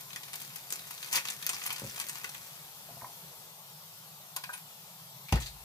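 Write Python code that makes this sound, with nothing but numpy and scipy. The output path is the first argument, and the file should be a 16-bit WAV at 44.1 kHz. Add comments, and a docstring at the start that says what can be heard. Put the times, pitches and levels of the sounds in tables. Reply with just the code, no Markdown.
"""A hand in a bag of cheese

A quiet kitchen: on the left a hand rummages in a plastic bag of shredded cheese. Its creases snap and rustle as bursts
of short noise clicks. Soft thumps and one firm knock shake the counter, fingers touch a paper plate, and a small hard
thing rattles briefly: these are blows that ring fading sines. Filtered noise gives the room hum and a hiss.
Two microphone ports hear it, the left side first."""
import sys
import numpy as np
from scipy import signal
from scipy.fft import rfft, irfft, next_fast_len
from scipy.io import wavfile
from scipy.ndimage import uniform_filter1d

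SR = 44100
rng = np.random.default_rng(int(sys.argv[2]) if len(sys.argv) > 2 else 0)


def unload_wav(signal):
    """Save mono or channel-first audio to the path in sys.argv[1] as 16-bit WAV at rate SR, clipped to [-1, 1]."""
    wavfile.write(
        sys.argv[1],
        SR,
        np.round(np.clip(np.atleast_2d(signal).T, -1, 1) * 32767).astype(np.int16),
    )


N = 248724

# colour of the room hum: pitch_hz, level_db (per Hz, relative)
ROOM_COLOUR = [(29, -49), (50, -23), (91, -23), (148, 1), (264, -28.5), (398, -18.5), (842, -9.5),
               (1300, -14), (1540, -19.5), (1960, -18), (2810, -16), (3580, -13.5), (10100, -18),
               (12300, -11), (16000, -17.5)]
ROOM_DB = -49.5
# a treble hiss that stops, then creeps back faintly: start_s, level_db
HISS_LEVEL = [(0, -53.5), (2.4, -56), (3.0, -52), (3.45, -56), (3.55, -79), (5.64, -62)]
# colour of the hiss: pitch_hz, level_db (per Hz, relative)
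HISS_COLOUR = [(2500, -19.5), (4500, -18), (8000, -21.5), (12400, -13), (16000, -22)]
ROOM_PATCHY_DB, HISS_PATCHY_DB = 2.2, 3
# how alike the room sounds at left and right: pitch_hz, likeness (0 to 1)
ROOM_LIKENESS = [(60, 0.97), (200, 1), (400, 0.71), (800, 1), (2000, 0.59), (5000, 0.016), (15000, 0.0089)]
# how fast the echo dies by 60 dB: pitch_hz, fade_s
REVERB_FADE = [(200, 0.23), (1000, 0.17), (4000, 0.17), (15000, 0.048)]

# thumps and the knock on the counter: start_s, blow_db, contact_hz, share (ring time over each note's own fade)
THUMPS = [(1.16, -53.5, 197, 0.53), (1.695, -53, 210, 0.45), (1.8195, -32, 540, 0.38),
          (1.832, -41, 185, 0.3), (1.8395, -35.5, 476, 0.45), (1.845, -35, 600, 0.3),
          (1.848, -34.5, 201, 0.14), (1.852, -45, 50, 0.99), (1.868, -49, 200, 0.56),
          (2.91, -51, 201, 0.36), (2.968, -52, 190, 0.27), (3.025, -49.5, 170, 0.34),
          (5.3255, -23.5, 770, 0.84), (5.3255, -29.5, 318, 0.89), (5.3239, -12.3, 58, 1.07),
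          (5.3361, -12.5, 71.6, 0.47), (5.343, -37, 605, 1.2), (5.356, -29.5, 470, 0.77),
          (5.392, -47, 125, 0.59)]
# notes the counter can ring: pitch_hz, level_db, fade_s (by 60 dB)
COUNTER_MODES = [(50, -27, 1.0), (67.3, -33, 0.98), (61.3, 9, 0.11), (96.3, 22.5, 0.049), (128, 7, 0.32),
                 (144, 12.5, 0.18), (188.6, 8, 0.076), (221, 8, 0.14), (275, 13, 0.047),
                 (309.5, 1.5, 0.083), (387, -6, 0.11), (427, 2, 0.035), (485, 3, 0.046), (555, -0.5, 0.065),
                 (615, 1.5, 0.03), (742, -10, 0.064), (797, 7.5, 0.029), (901, -11.5, 0.16),
                 (966, -11, 0.051), (1130, -2, 0.018), (1430, 1, 0.039), (1860, 10, 0.026),
                 (2400, 17, 0.055)]
# fingers on the paper plate: start_s, blow_db, contact_hz, share (ring time over each note's own fade)
TOUCHES = [(2.888, -42.5, 670, 0.92), (2.9, -44.5, 700, 0.92), (2.937, -52, 800, 0.64),
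           (2.97, -42.5, 740, 0.8), (3.011, -51, 1850, 0.89), (3.02, -36.5, 1010, 0.6),
           (3.033, -43, 700, 0.94), (3.044, -35.5, 1000, 0.58), (3.046, -49, 1900, 0.74),
           (3.054, -42, 930, 0.67), (3.068, -46, 960, 0.8), (3.091, -52, 840, 1.3), (3.16, -52, 804, 0.7)]
# notes the plate can ring: pitch_hz, level_db, fade_s (by 60 dB)
PLATE_MODES = [(640, -1.5, 0.046), (700, 3.5, 0.048), (808, -2, 0.06), (930, 1.5, 0.047), (1010, 3, 0.046),
               (1200, -3, 0.028), (1540, 4, 0.04), (1850, 1, 0.054), (2150, 5, 0.034)]
# blows of the rattle: start_s, blow_db, contact_hz, share (ring time over each note's own fade)
RATTLE_BLOWS = [(4.3635, -35, 910, 0.53), (4.367, -36.5, 950, 0.7), (4.365, -42, 4300, 0.58),
                (4.438, -41.5, 1160, 0.61), (4.440, -48, 2500, 0.59), (4.492, -39, 1340, 1.1),
                (4.534, -44.5, 1200, 0.88), (4.534, -49, 2940, 0.9), (4.539, -45, 9700, 1),
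                (4.572, -64, 850, 1.2)]
# notes the rattling thing can ring: pitch_hz, level_db, fade_s (by 60 dB)
RATTLE_MODES = [(803, 2, 0.038), (1002, 5, 0.063), (1240, 5, 0.026), (1480, 4.5, 0.047), (1588, 2.5, 0.11),
                (2500, 10.5, 0.045), (3880, 8.5, 0.041), (4740, -1, 0.039), (9600, 9, 0.038)]
CHATTER_CYCLES = 10  # small re-touches follow a ragged contact, 20 dB weaker after so many cycles of its colour
DETUNE = .01  # each lighter blow lands elsewhere and shifts the notes by about this share
CHATTER_FROM_HZ = 330  # heavy blows, duller than this, land whole

# colour of the film, and of its fuller folds: pitch_hz, level_db (per Hz, relative)
FILM = [(60, -45), (200, -8), (500, -7.5), (1000, -5), (2300, 2), (3000, -3), (4000, -2.5), (7000, -2),
        (10000, -4), (13000, -2.5), (15000, -1.5)]
FILM_BODY = [(200, -81), (500, -13.5), (1000, 7.5), (1600, -3.5), (2400, 6), (4000, -2.5), (8000, -12.5)]
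# how alike the creases sound at left and right: pitch_hz, likeness (0 to 1)
BAG_LIKENESS = [(300, .95), (800, .8), (2000, .5), (5000, .4), (15000, .4)]
# strength of the rummaging: start_s, level_db
RUMMAGING = [(0.0, -57), (0.3, -54), (0.4, -48.5), (0.68, -55), (1.11, -45), (1.13, -35.5), (1.17, -43),
             (1.23, -46.5), (1.36, -48.5), (1.55, -44), (1.7, -49), (1.95, -43.5), (2.06, -47.5),
             (2.12, -47), (2.25, -51), (2.4, -49.5), (2.7, -59.5)]
AFTER_DB, AFTER_S = -22.5, 0.061  # each snap stirs the film, which settles by 60 dB in this time
# longer scuffs with the last rattle blows and round the knock: start_s, peak_db, colour_hz, body_db (relative)
SCUFFS = [(4.5311, -25.5, 10100, -4), (4.572, -29, 12600, -12), (5.2835, -28.5, 2390, -28),
          (5.284, -33, 3670, -15), (5.2845, -45, 5100, -20), (5.331, -28, 3900, 1),
          (5.362, -30.5, 1850, -3), (5.4002, -27, 7550, -6), (5.401, -31, 3860, -22),
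          (5.418, -32, 6500, -31), (5.419, -26.5, 3770, -23), (5.44, -38, 6500, -25),
          (5.459, -27, 4250, -34), (5.461, -30, 7400, -30)]
SCUFF_DYING_S, SCUFF_FLIP_DB, SCUFF_COLOUR_DB = 0.096, -6, 10
# single creases that crack sharply: start_s, peak_db, colour_hz
CRACKS = [(0.161, -21, 8900), (0.332, -33, 8900), (0.703, -31, 8000), (0.7259, -13.5, 7800),
          (1.1293, -11.5, 7000), (1.131, -17, 6030), (1.1386, -18, 6800), (1.156, -19, 5100),
          (1.1672, -15, 12500), (1.1726, -16, 6800), (1.4262, -25, 5000), (1.466, -8.5, 12600),
          (1.494, -13, 7700), (1.5, -32, 7400), (1.5325, -21, 7000), (1.63, -24, 6140), (1.726, -24, 12500),
          (1.797, -20, 12000), (1.7636, -27, 5100), (1.873, -27, 12500), (1.899, -29, 6000),
          (1.992, -22, 9200), (2.0004, -15, 9100), (2.0155, -27, 9000), (2.087, -20, 7800),
          (2.096, -16, 7800), (2.132, -26, 7950), (2.297, -24, 11000), (4.3639, -26, 11600)]
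# clear snaps of the bag, and crisp clicks of the rattle and knock: start_s, peak_db, colour_hz, body_db (relative)
SNAPS = [(0.0074, -28, 12100, -13), (0.103, -34.5, 3800, 3), (0.13, -26, 3670, -9), (0.16, -23, 1850, -9),
         (0.232, -28.5, 3700, -5), (0.28, -34.5, 3970, 3), (0.331, -26, 8900, -3), (0.337, -24, 3880, -8),
         (0.3547, -22.5, 13900, -25), (0.401, -27, 12200, -25), (0.418, -24.5, 12400, -35),
         (0.558, -22, 13000, -10), (0.7038, -21, 8040, -31), (0.714, -35, 7900, -27),
         (0.7232, -17.5, 7800, -37), (0.734, -18, 7500, -35), (0.7568, -24.5, 11600, -11),
         (0.792, -28.5, 3870, -17), (0.873, -30.5, 7350, -7), (0.9069, -23.5, 12000, -2.5),
         (0.977, -29.5, 3960, -25), (1.0273, -22.5, 3800, -25), (1.044, -26.5, 5190, -23),
         (1.084, -32, 3550, -2), (1.122, -25, 7000, -14), (1.1268, -15, 7000, -4),
         (1.136, -15.5, 6800, -10), (1.142, -18.5, 2210, -1), (1.148, -15.5, 7160, -2.5),
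         (1.153, -9.5, 12300, -13), (1.157, -13.5, 5100, -13), (1.1642, -16, 3740, -10),
         (1.1702, -17, 6240, -1), (1.175, -20, 1910, -4), (1.181, -18, 2550, -10),
         (1.252, -20.5, 6030, -2.5), (1.272, -23, 4040, -34), (1.2836, -18, 3450, -27),
         (1.301, -19, 7600, -15), (1.4249, -24, 3880, -6.5), (1.4658, -22, 6500, -13),
         (1.4813, -37, 4300, -15), (1.491, -16, 7800, -2), (1.498, -23, 7300, -1), (1.532, -20, 5200, -7),
         (1.5437, -20, 5660, -10), (1.5641, -27.5, 2170, -15), (1.616, -29.5, 2400, 2.5),
         (1.637, -20.5, 6950, -9), (1.657, -25.5, 12400, 1), (1.6619, -14.5, 13700, -13),
         (1.666, -35, 13000, -13), (1.673, -22.5, 9000, -9), (1.693, -30.5, 2150, 7.5),
         (1.7034, -20, 2470, -2), (1.726, -20, 13000, -9), (1.7607, -25, 5060, -3), (1.781, -30, 6050, -2),
         (1.7953, -30, 12000, -5), (1.8715, -29.5, 6000, -9), (1.8957, -29, 5860, -15),
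         (1.978, -30.5, 6460, 6), (1.9995, -18, 9600, -8), (2.0124, -26, 8000, 1.5),
         (2.086, -22, 7940, -31), (2.095, -20.5, 7900, -9), (2.154, -26.5, 6330, 1),
         (2.1817, -24.5, 12700, -17), (2.2129, -34, 5580, 4), (2.243, -22.5, 1650, 1),
         (2.291, -31, 5970, -22), (2.346, -31, 3200, 5), (4.363, -16, 11400, -32),
         (4.4368, -26.5, 4460, 0.5), (5.323, -20.5, 5930, 6.5), (5.356, -25.5, 3900, 4.5)]
SNAP_DYING_S = 0.024  # time in which a snap fades by 60 dB
SNAP_FLIP_DB = -2  # its first flip, compared with the rest
SNAP_COLOUR_DB = 6  # how far its colour stands out
SMALL_COUNT = 70  # small snaps at random moments
SMALL_DB, SMALL_SPREAD_DB = 11, 4  # their peak over the rummaging level, and its spread each way
SMALL_BODY_DB = -18
GRAIN_SPREAD_DB = 6.5  # how unequal the creases within a snap are
GATHER_S = 0.004  # the smaller creases build up at this pace
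FLIP_S = .00006  # width of one flip

# loudness difference of the two ports: pitch_hz, left_minus_right_db
PORTS = [(60, 0.5), (150, 0.0), (380, 3.0), (950, 0.5), (2380, 1.0), (5980, 3.5), (15000, 3.5)]
LAG = 8  # samples by which the right port hears later
EDGE_HZ = 15450  # upper limit of the sound


def gain_of(db):
    """Turns dB into a factor."""
    return 10 ** (np.asarray(db) / 20)


def evened(x):
    """Scales a sound to an average strength (rms) of 1."""
    return x / np.sqrt(np.mean(x ** 2) + 1e-20)


def read(points, hz):
    """Reads a pitch table between its points, on a log pitch axis."""
    f, value = np.transpose(points)
    return np.interp(np.log(hz + 1), np.log(f + 1), value)


def curve(rows):
    """Draws each column of a time table as a line over all samples."""
    s, *columns = np.transpose(rows)
    return [np.interp(np.arange(N) / SR, s, c) for c in columns]


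def add(mix, s, sound):
    """Mixes a sound in at s seconds."""
    part = mix[round(s * SR):][:len(sound)]
    part += sound[:len(part)]


def coloured(x, shape_db):
    """Filters x by a function that gives dB for each Hz."""
    size = next_fast_len(x.shape[-1] + 256)
    gain = gain_of(shape_db(np.fft.rfftfreq(size, 1 / SR)))
    return irfft(rfft(x, size) * gain, size)[..., :x.shape[-1]]


def bump(hz, centre_hz, octaves):
    """A bell of height 1 around a pitch."""
    return np.exp(-.5 * (np.log2((hz + 1) / centre_hz) / octaves) ** 2)


def partly_alike(first, second, hz):
    """Blends two spectra into a left and right pair that is as alike as the room."""
    same = np.clip(read(ROOM_LIKENESS, hz), 0, 1)[:, None]
    return np.array([first, same * first + np.sqrt(1 - same ** 2) * second])


def steady(colour, patchy_db):
    """Random short-time spectra with drifting patches, partly alike at both ports."""
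    frames, hz = N // 512 + 5, np.fft.rfftfreq(2048, 1 / SR)
    a, b, c, d, patches = rng.standard_normal((frames, 1025, 5)).T
    patches = uniform_filter1d(patches, 8, 0)  # smooth over pitch
    patches = evened(uniform_filter1d(patches, 5, 1))  # smooth over time
    z = partly_alike(a + 1j * b, c + 1j * d, hz)
    z *= gain_of(read(colour, hz)[:, None] + patchy_db * patches)
    return evened(signal.istft(z, nperseg=2048, noverlap=1536)[1][:, :N])


def room_hum():
    """Steady noise, shaped to the colour of the room."""
    return gain_of(ROOM_DB) * steady(ROOM_COLOUR, ROOM_PATCHY_DB)


def hiss():
    """Treble noise whose strength follows its level table."""
    return gain_of(curve(HISS_LEVEL)[0]) * steady(HISS_COLOUR, HISS_PATCHY_DB)


def reverb(x, fade):
    """Room echo: sparse clicks of random sign, each pitch band dying at its own speed, partly alike at both ports."""
    taps = np.zeros((2, SR // 2))
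    at = np.arange(20, SR // 2 - 20, 20) + rng.integers(0, 20, (2, (SR // 2 - 21) // 20))
    np.put_along_axis(taps, at, rng.choice([-1., 1.], at.shape), 1)
    hz, t, z = signal.stft(taps, SR, nperseg=128)
    z = partly_alike(z[0], z[1], hz)
    tail = signal.istft(z * gain_of(-60 * t / read(fade, hz)[:, None]), SR, nperseg=128)[1]
    return signal.fftconvolve(x[None], tail / np.linalg.norm(tail[0]), axes=1)[:, :N]


def struck(blows, modes, octaves, cycles, chatter_db):
    """Each blow rings the notes near the colour of its contact; a duller contact builds up more slowly."""
    out, t = np.zeros(N), np.arange(SR // 3) / SR
    own_hz, mode_db, fade_s = np.transpose(modes)[..., None]
    for s, db, contact_hz, share in blows:
        light = contact_hz > CHATTER_FROM_HZ
        hz = own_hz * (1 + light * DETUNE * rng.standard_normal(own_hz.shape))
        rings = -gain_of(mode_db - 60 * t / (fade_s * share)) * np.sin(2 * np.pi * hz * t)
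        build_up = 1 - np.exp(-t * contact_hz / cycles)
        ring = build_up * (bump(hz, contact_hz, octaves) * rings).sum(0)
        touches = rng.standard_normal(4000) * (rng.random(4000) < contact_hz / SR)
        touches *= gain_of(-20 * t[:4000] * contact_hz / CHATTER_CYCLES)
        chatter = signal.fftconvolve(ring, touches)[:len(t)]
        add(out, s, gain_of(db) * (ring + light * gain_of(chatter_db) * chatter))
    return out


def counter_thumps():
    """Soft thumps and a firm knock ring the counter; many are damped short, some ring longer."""
    return -struck(THUMPS, COUNTER_MODES, .55, 1.5, -14)


def plate_touches():
    """Fingers tap the paper plate, which rings very briefly."""
    return struck(TOUCHES, PLATE_MODES, .32, 1.5, -13)


def rattle():
    """A small hard thing is hit several times and rings its own notes."""
    return struck(RATTLE_BLOWS, RATTLE_MODES, 0.42, 1.0, -21)


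def both_ports(a, b):
    """Left hears a; right hears a blend of a and b that is less alike in the treble."""
    same = lambda f: np.clip(read(BAG_LIKENESS, f), .01, .999)
    shared = coloured(a, lambda f: 20 * np.log10(same(f)))
    own = coloured(b, lambda f: 10 * np.log10(1 - same(f) ** 2))
    return np.array([a, shared + own])


def rustle(per_s=1300, spread_db=5.0):
    """Many tiny creases, each in one of several colours of the film; they follow the hand and swell after each snap."""
    level = gain_of(curve(RUMMAGING)[0]) * (np.arange(N) < RUMMAGING[-1][0] * SR)
    power, settling = level ** 2, gain_of(-120 * np.arange(SR // 4) / SR / AFTER_S)
    for s, db, *_ in SNAPS:
        add(power, s, gain_of(2 * (db + AFTER_DB)) * settling)
    size = gain_of(spread_db * np.minimum(rng.exponential(1, N), 4))
    size *= rng.random(N) < per_s / SR  # most samples start no crease
    size *= rng.choice([-1, 1], N)
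    kind, t = rng.integers(0, 14, N), np.arange(300) / SR
    out = np.zeros((2, N))
    for k, hz in enumerate(np.geomspace(1200, 14000, 14)):
        noise = rng.standard_normal((2, len(t))) * gain_of(-60 * t / 0.007)
        crease = coloured(noise, lambda f: 8 * bump(f, hz, 0.023))
        crease /= np.linalg.norm(crease)
        out += signal.oaconvolve(size[None] * (kind == k), crease, axes=1)[:, :N]
    film = evened(coloured(out, lambda f: read(FILM, f)))
    return both_ports(*film * np.sqrt(power))


def flip(db, hz):
    """One crease turning over within a few samples: a very short noise click, centred 1.5 ms in."""
    t = np.arange(400) / SR
    click = rng.standard_normal(len(t)) * np.exp(-((t - .0015) / FLIP_S) ** 2)
    colour = lambda f: read(FILM, f) + 6 * bump(f, hz, 0.3) - 16 * bump(f, 300, 2.2) - 60 * (f > EDGE_HZ)
    click = coloured(click, colour)
    return gain_of(db) * click / abs(click).max()


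def cracks():
    """Sharp single flips, heard alike at both ports."""
    out = np.zeros(N)
    for s, db, hz in CRACKS:
        add(out, s - .0015, flip(db, hz))
    return out


def small_snaps():
    """Rows like those of the clear snaps, at random moments and colours, following the strength of the rummaging."""
    when, size, colour = rng.random((SMALL_COUNT, 3)).T
    s = (np.arange(SMALL_COUNT) + when) / SMALL_COUNT * 2.3  # spread over 2.3 s
    db = np.interp(s, *np.transpose(RUMMAGING)) + SMALL_DB + SMALL_SPREAD_DB * (2 * size - 1)
    return list(zip(s, db, 2000 * 6.5 ** colour, np.full(SMALL_COUNT, SMALL_BODY_DB)))


def snaps(rows, dying_s, flip_db, colour_db):
    """A crease flips at once, a wide click; smaller creases all over the bag gather round it and die away."""
    flips, a, b, t = np.zeros(N), np.zeros(N), np.zeros(N), np.arange(2800) / SR
    for s, db, hz, body_db in rows:
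        spread = np.minimum(rng.exponential(1, len(t)), 4)
        grains = rng.standard_normal((4, len(t))) * gain_of(GRAIN_SPREAD_DB * spread)
        burst = grains * (1 - np.exp(-t / GATHER_S)) * gain_of(-60 * t / dying_s)
        # large creases sound low and lose treble above their colour
        treble_loss = lambda f: 6.74 * np.maximum(np.log2((f + 1) / hz), 0)
        colour = lambda f: read(FILM, f) - treble_loss(f) - 12 * bump(f, 450, 1.48)
        crisp = coloured(burst[:2], lambda f: colour(f) + colour_db * bump(f, hz, 0.2))
        body = coloured(burst[2:4], lambda f: read(FILM_BODY, f))
        creases = gain_of(db) * (crisp / abs(crisp).max() + gain_of(body_db) * body / abs(body).max())
        add(a, s, creases[0])
        add(b, s, creases[1])
        add(flips, s, flip(db + flip_db, hz))
    return flips + both_ports(a, b)


def scuffs():
    """Longer-lasting bursts of creases, made like the snaps."""
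    return snaps(SCUFFS, SCUFF_DYING_S, SCUFF_FLIP_DB, SCUFF_COLOUR_DB)


def bag():
    """Clear and small snaps, sharp cracks and the rustle between them."""
    clicks = snaps(SNAPS + small_snaps(), SNAP_DYING_S, SNAP_FLIP_DB, SNAP_COLOUR_DB)
    return clicks + cracks() + rustle()


def scene():
    """All sources and the room; all but the counter and plate reach the right port later."""
    floor = room_hum() + hiss()
    counter = counter_thumps() + plate_touches()
    near = bag() + scuffs() + rattle()
    to_echo = gain_of(-5.0) * near[0] + gain_of(-11) * counter
    left, right = near + reverb(to_echo, REVERB_FADE) + floor
    late_right = np.r_[np.zeros(LAG), right[:-LAG]]
    return np.array([left, late_right]) + counter


def record(dry):
    """The right port is duller; both drop the deepest bass and the top treble."""
    left = coloured(dry[0], lambda f: read(PORTS, f) / 2)
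    right = coloured(dry[1], lambda f: -read(PORTS, f) / 2)
    both = signal.sosfilt(signal.butter(4, 48, "high", fs=SR, output="sos"), [left, right])
    treble_limit = signal.firwin(255, EDGE_HZ, window=("kaiser", 9), fs=SR)
    return signal.oaconvolve(both, treble_limit[None], "same")


dry = scene()
out = record(dry)
unload_wav(out)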